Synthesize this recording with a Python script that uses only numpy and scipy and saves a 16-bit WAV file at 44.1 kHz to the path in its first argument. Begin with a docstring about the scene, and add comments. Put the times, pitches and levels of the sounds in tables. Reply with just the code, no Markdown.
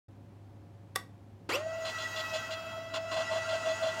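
"""A quiet workshop hums with mains power and dull room noise. After about a second a switch clicks.
Half a second later a small geared motor spins up with a jolt and folds a model's landing gear
into its wooden wing. The motor whines while its gears sing and grind. Then, under load,
the drive screw binds (sticks briefly) about six times a second, making the gears chatter."""
import sys
import numpy as np
from scipy import signal
from scipy.fft import rfft, irfft
from scipy.io import wavfile

SR = 44100
rng = np.random.default_rng(int(sys.argv[2]) if len(sys.argv) > 2 else 0)


def wav_record(signal):
    """Record a signal, one row per channel, as 16-bit PCM in the file named by sys.argv[1]."""
    frames = np.transpose(np.atleast_2d(signal))
    bounded = np.clip(frames, -1, 1)
    # unit amplitude maps onto the largest positive 16-bit level
    quanta = np.round(bounded * 32767).astype(np.int16)
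    wavfile.write(sys.argv[1], SR, quanta)


N = 176400
T = np.arange(N) / SR
MOTOR_START_S, MOTOR_ATTACK_S = 1.489, 0.0039

# How hard the screw works. Each row: time in seconds, load from 0 (light) to 1 (heavy).
SCREW_LOAD = [(1.8, 0.8), (1.88, 0.93), (2.45, 0.65), (2.62, 0.01), (3.06, 0.64), (3.13, 0.9)]
# The screw sticks. Each row: start and length in seconds, then chatter, knock and swell in dB.
SCREW_BINDS = [(1.846, 0.055, -44, -47.5, -40), (1.98, 0.062, -47, -70, -47), (2.157, 0.052, -43, -53, -43),
               (2.331, 0.04, -41.5, -53, -41.5), (2.503, 0.036, -44, -66, -45.5),
               (2.935, 0.035, -41, -40, -70), (3.111, 0.034, -44.5, -39.5, -41),
               (3.162, 0.058, -45.5, -41.5, -37), (3.307, 0.076, -48, -42.5, -36),
               (3.485, 0.075, -46, -47.5, -35.5), (3.651, 0.071, -47, -48, -34.5),
               (3.823, 0.073, -45.5, -45.5, -32), (3.989, .08, -43, -45, -42)]


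def from_db(db):
    """Turn decibels into a factor to multiply by."""
    return 10 ** (np.asarray(db) / 20)


def rms_one(x):
    """Scale a sound to an average strength (rms) of 1."""
    return x / np.sqrt(np.mean(x ** 2) + 1e-20)


def curve(rows):
    """Join rows of time and value with straight lines."""
    return np.interp(T, *np.transpose(rows))


def drift(rate):
    """A smooth random wander of about 1 either way; a higher rate wanders faster."""
    r = np.exp(-40 * np.pi * rate / SR)
    slow = signal.lfilter([1], [1, -2 * r, r * r], rng.standard_normal(N // 20 + 2002))[2000:]
    return np.interp(np.arange(N) / 20, np.arange(len(slow)), rms_one(slow))


def colour(x, spectrum):
    """Shape a sound's bass and treble, fading below the spectrum's first row; strength 1."""
    hz, db = np.transpose(spectrum)
    f = np.maximum(np.fft.rfftfreq(N, 1 / SR), 1)
    gain = from_db(np.interp(np.log(f), np.log(hz), db)) * np.minimum(f / hz[0], 1) ** 2
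    return rms_one(irfft(rfft(x) * gain, N))


def gate(start, length, attack, release):
    """A level that rises, holds and dies away; all times are in seconds."""
    return np.clip((T - start) / attack, 0, 1) * np.exp(-np.maximum(T - start - length, 0) / release)


def tone(cycles, flutter_db, wobble, rate):
    """A pure tone whose level flutters and whose pitch wobbles."""
    level = from_db(flutter_db * drift(rate))
    return rms_one(level * np.sin(2 * np.pi * (cycles + rng.random()) + wobble * drift(rate)))


def workshop():
    """The background: steady mains hum over dull room noise."""
    # Each row: pitch of a hum tone in Hz, level in dB.
    hum_tones = [(101.3, -54), (122, -65), (558, -72), (703, -74)]
    # The room noise. Each row: frequency in Hz, relative level in dB.
    air_spectrum = [(15, -70), (25, -40), (69, -11), (84, -12), (104, -5.5), (129, -13.5), (160, -9),
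                    (297, -11.5), (523, -23.5), (567, -19), (614, -27.5), (684, -22.5), (782, -23),
                    (1270, -32), (15500, -56.5)]
    hum = sum(from_db(db) * tone(hz * T, flutter_db=1, wobble=0.16, rate=8.2) for hz, db in hum_tones)
    return hum + from_db(-56) * colour(rng.standard_normal(N), air_spectrum)


def room(x, split_hz=3500, low_fade_s=0.25, treble_fade_s=0.16, first_echo_s=0.0031):
    """The workshop's echoes blur into a short tail whose treble dies sooner."""
    t = T[:SR // 2]
    noise = rng.standard_normal(len(t))
    low = signal.sosfilt(signal.butter(1, split_hz, fs=SR, output="sos"), noise)
    tail = low * from_db(-60 * t / low_fade_s) + (noise - low) * from_db(-4 - 60 * t / treble_fade_s)
    tail *= t > first_echo_s
    return signal.fftconvolve(x, tail / np.sqrt(np.sum(tail ** 2)) / 2)[:N]


def ring(x, hz, fade_s):
    """A struck part rings at one pitch, falling 60 dB in fade_s seconds."""
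    r, w = from_db(-60 / (fade_s * SR)), 2 * np.pi * hz / SR
    return signal.lfilter([0, np.sin(w)], [1, -2 * r * np.cos(w), r * r], x + 1e-18)


def switch(low_cut_hz=420):
    """A switch snaps over: a few quick contacts, each a crack and a short ring of its case."""
    # Each row: time of a contact in seconds, level in dB.
    contacts = [(.954, -20), (0.9573, -9), (.9587, 3.5), (0.9613, -2.5), (.9626, -10)]
    # The case rings. Each row: pitch in Hz, relative level in dB, seconds to fall 60 dB.
    case_tones = [(533, -34, 0.041), (747, -38.5, 0.04), (1140, -32.5, 0.047), (1900, -26.5, 0.02),
                  (2030, -29, 0.018), (2530, -35, 0.015), (3550, -28, .012), (5330, -26.5, 0.0049)]
    # The crack. Each row: frequency in Hz, relative level in dB.
    crack_spectrum = [(500, 0.5), (2000, 1.5), (6500, -9.5), (8500, -1.5), (10500, -9.5), (12000, -3),
                      (16000, -21)]
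    hits, crack_level = np.zeros(N), 0
    for start, db in contacts:
        hits[int(start * SR)] += from_db(db)
        crack_level += from_db(db - 24) * gate(start, 0, attack=1 / SR, release=0.0011)
    click = crack_level * colour(rng.standard_normal(N), crack_spectrum)
    for k, (hz, db, fade_s) in enumerate(case_tones):
        click += from_db(db) * ring(hits, hz, fade_s) * (-1) ** k
    click = signal.sosfilt(signal.butter(2, low_cut_hz, "high", fs=SR, output="sos"), click)
    return click + from_db(-5.5) * room(click)


def gearbox(x, direct_db=-2.5):
    """The gearbox and its mount ring at their own pitches; some sound passes straight through."""
    # Each row: ringing pitch in Hz, width in Hz, level in dB.
    resonances = [(666, 113, 3.5), (824, 24, -7), (1077, 33, 3), (1412, 54, 3.5), (1560, 44, 4),
                  (2000, 190, 4.5), (2690, 280, -2), (3200, 160, -0.5), (4060, 92, 0), (4640, 320, 2),
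                  (7030, 230, 3.5)]
    out = from_db(direct_db) * x
    for hz, width, db in resonances:
        r = np.exp(-np.pi * width / SR)
        feedback = [1, -2 * r * np.cos(2 * np.pi * hz / SR), r * r]
        out += from_db(db) * signal.lfilter(np.array([1, 0, -1]) * (1 - r * r) / 2, feedback, x)
    return out


def teeth(cycles, spectrum, teeth_per_cycle=2.14):
    """Gear teeth hit with uneven force and rub, ringing through the gearbox; strength 1."""
    tooth_count = np.floor(cycles * teeth_per_cycle + .15 * drift(400))
    hits = (np.diff(tooth_count, prepend=0) > 0) * rng.choice([-1, 1], N)
    force = from_db(rng.uniform(-6.3, 4.5, N))
    rubbing = from_db(1) * rng.standard_normal(N)
    return colour(gearbox(rms_one(hits * force) + rubbing), spectrum)


def brushes(cycles):
    """The motor's brushes, its sliding contacts, hiss with the same rough texture as the gears."""
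    # Each row: time in seconds, hiss level in dB.
    levels = [(1.49, -60), (1.54, -50), (1.58, -64), (1.62, -77), (1.8, -65), (1.9, -62), (2.25, -57),
              (2.5, -63), (2.8, -70), (3.1, -71), (4.0, -64)]
    # Each row: frequency in Hz, relative level in dB.
    spectrum = [(5000, 21.5), (8000, -62), (10500, 9), (12500, 17.5), (15500, 14)]
    return from_db(curve(levels)) * teeth(cycles, spectrum)


def grinding(cycles, treble_hz=2950):
    """The teeth grind steadily and sound brighter under load."""
    # Each row: frequency in Hz, relative level in dB.
    spectrum = [(200, -7.5), (500, -8), (800, -6), (1350, -0.5), (1750, -8.5), (2300, -11.5), (2800, -6),
                (4200, -13), (5500, -10.5), (7000, -12), (9500, -15), (15500, -36)]
    noise = teeth(cycles, spectrum)
    low = signal.sosfilt(signal.butter(1, treble_hz, fs=SR, output="sos"), noise)
    return low + from_db(-14.5 * (1.5 - curve(SCREW_LOAD))) * (noise - low)


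def starting_jolt(cycles):
    """The gears start with a sharp jolt and a short surge of tooth noise."""
    # Each row: frequency in Hz, relative level in dB.
    spectrum = [(200, -22), (350, 9), (700, -17), (1100, 5), (1600, -11), (2700, -4.5), (5000, -15.5),
                (8000, -18), (15000, -36)]
    jolt = from_db(-37.5) * gate(MOTOR_START_S, MOTOR_ATTACK_S, MOTOR_ATTACK_S, release=0.0054)
    surge = from_db(-37) * gate(MOTOR_START_S, 0.074, MOTOR_ATTACK_S, release=0.028)
    return (jolt + surge) * teeth(cycles, spectrum)


def gears(cycles):
    """The gears jolt, then grind and sing; they chatter and knock whenever the screw binds."""
    # Each row: time in seconds, grinding level in dB.
    grind_levels = [(1.49, -34.5), (1.6, -49.5), (1.67, -52.5), (1.82, -49.5), (1.9, -45), (2.4, -45),
                    (2.7, -48), (2.86, -52), (3.07, -51), (3.13, -44.5), (3.6, -43.5), (4.0, -43)]
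    # Bright chatter and dull knock. Each row: frequency in Hz, relative level in dB.
    chatter_spectrum = [(300, -21), (1000, -16), (1500, -8), (2200, -1), (3200, 6.5), (4200, 1.5),
                        (5200, -1.5), (7000, -5.5), (9000, -13.5), (12000, -32), (15500, -39)]
    knock_spectrum = [(150, -18), (300, 0), (450, -10.5), (650, -2.5), (1100, 4.5), (1500, -1), (2000, -14),
                      (3000, -69), (8000, -31)]
    # Tones of meeting teeth. Each row: multiple of the motor's pitch, then dB relative to
    # the tooth pressure, to the chatter and to the starting strain.
    gear_tones = [(1.367, -11, -16.5, -68), (1.66, -25, -15, -64), (2.12, -6.5, -11, -64),
                  (2.406, -14.5, -21, -44), (4.29, -12.5, -4, -58), (5.275, -21.5, -5.5, -29),
                  (6.27, -23, -6.5, -39), (10.56, -16, -21, -37.5), (15.74, -43, -31, -47),
                  (25, -38, -36, -48.5)]
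    grind, chatter, knock = from_db(curve(grind_levels)), 0, 0
    for start, length, chatter_db, knock_db, _ in SCREW_BINDS:
        burst = gate(start, length, attack=0.0075, release=0.012)
        chatter += from_db(chatter_db) * burst
        knock += from_db(knock_db) * burst
    out = grind * grinding(cycles)
    out += chatter * teeth(cycles, chatter_spectrum) + knock * teeth(cycles, knock_spectrum)
    out += starting_jolt(cycles)
    strain = gate(MOTOR_START_S, 0.067, attack=0.091, release=0.0074)
    pressure = grind * from_db(-6.5 * (1 - curve(SCREW_LOAD)))
    for multiple, run_db, bind_db, start_db in gear_tones:
        out += from_db(start_db) * strain * tone(multiple * cycles, flutter_db=3, wobble=.7, rate=150)
        out += from_db(run_db) * pressure * tone(multiple * cycles, flutter_db=4.5, wobble=.46, rate=15)
        out += from_db(bind_db) * chatter * tone(multiple * cycles, flutter_db=3, wobble=.48, rate=31)
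    return out


def whine(cycles, sag_hz=6):
    """The motor's base tone and overtones; each bind swells the base tone and drags its pitch down."""
    # The base tone between binds, and the overtones together. Each row: time in seconds, level in dB.
    base_levels = [(1.49, -69), (1.55, -35.5), (1.59, -37), (1.62, -43.5), (1.66, -39), (1.83, -39),
                   (1.93, -74), (2.1, -54.5), (2.45, -48.5), (2.6, -45.5), (2.83, -43.5), (2.89, -49.5),
                   (2.98, -35.5), (3.07, -44), (3.26, -49.5), (3.44, -44.5), (4.0, -46)]
    overtone_levels = [(1.49, -62), (1.64, -58), (1.69, -47), (1.8, -52), (1.9, -42), (2.35, -41.5),
                       (2.55, -47.5), (2.62, -51), (2.78, -50.5), (2.87, -52.5), (3.05, -50), (3.12, -42),
                       (3.7, -42), (4.0, -44)]
    # Overtones under light and heavy load. Each row: multiple of the pitch, relative level in dB.
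    light = [(2, 2), (3, -1.5), (4, -4.5), (5, -1.5), (6, -13), (7, -17.5), (8, -17), (9, -19.5), (10, -27),
             (11, -39), (12, -45), (13, -65), (15, -26), (18, -25), (24, -29)]
    heavy = [(2, -13.5), (3, -2), (4, -10), (5, -19), (6, -19), (7, -22.5), (8, -17), (9, -18.5),
             (10, -14.5), (11, -40), (12, -27), (13, -21.5), (15, -38), (18, -44), (24, -42)]
    load, overtones = curve(SCREW_LOAD), 0
    for (k, light_db), (_, heavy_db) in zip(light, heavy):
        level = from_db(light_db + load * (heavy_db - light_db))
        overtones += level * tone(k * cycles, flutter_db=3.46, wobble=0.073 * k, rate=17)
    swell, lag, lead_s = 0, 0, 0.0163  # the swell comes just before the chatter
    for start, length, _, _, swell_db in SCREW_BINDS:
        bind = gate(start - lead_s, length + lead_s, attack=0.0278, release=0.011)
        swell += from_db(swell_db) * bind
        lag += sag_hz * np.cumsum(bind) / SR
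    base = (from_db(curve(base_levels)) + swell) * tone(cycles - lag, flutter_db=2, wobble=.33, rate=35)
    dip = 1 / (1 + swell / from_db(-22.5))  # the overtones give way to the swell
    return base, from_db(curve(overtone_levels)) * dip * overtones


def motor(spin_up_s=0.044, lead_s=0.008):
    """The motor comes quickly up to speed, and that speed drives both the whine and the gears."""
    # Running speed. Each row: time in seconds, pitch of the whine in Hz.
    speed = [(1.68, 654.5), (1.83, 652.8), (1.9, 651), (2.24, 646.8), (2.39, 648.5), (2.48, 650.3),
             (2.63, 654.1), (2.8, 655.2), (2.9, 658.9), (2.97, 650.4), (3.06, 656.9), (3.14, 653.9),
             (3.3, 652.5), (3.57, 654), (3.64, 649.5), (3.74, 652.3), (3.82, 652.3), (3.94, 653.8)]
    spin_up = 1 - np.exp(-np.maximum(T - MOTOR_START_S + lead_s, 0) / spin_up_s)
    hz = curve(speed) * spin_up * (1 + .0012 * drift(20))
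    cycles = np.cumsum(hz) / SR  # waves of the base tone so far
    on = np.clip((T - MOTOR_START_S) / MOTOR_ATTACK_S, 0, 1)
    base, overtones = whine(cycles)
    drive = on * (overtones + brushes(cycles) + gears(cycles))
    return on * base + drive + from_db(-16) * room(drive)


def scene():
    """Switch, motor and workshop together in one channel."""
    return (switch() + motor() + workshop())[None]


def record(dry, start_s=0.082, cutoff_hz=15900):
    """Let the sound in after a moment of silence and cut the highest treble."""
    opened = dry * np.clip((T - start_s) / 0.004, 0, 1)
    return signal.sosfilt(signal.ellip(10, .1, 80, cutoff_hz, fs=SR, output="sos"), opened)


dry = scene()
out = record(dry)
wav_record(out)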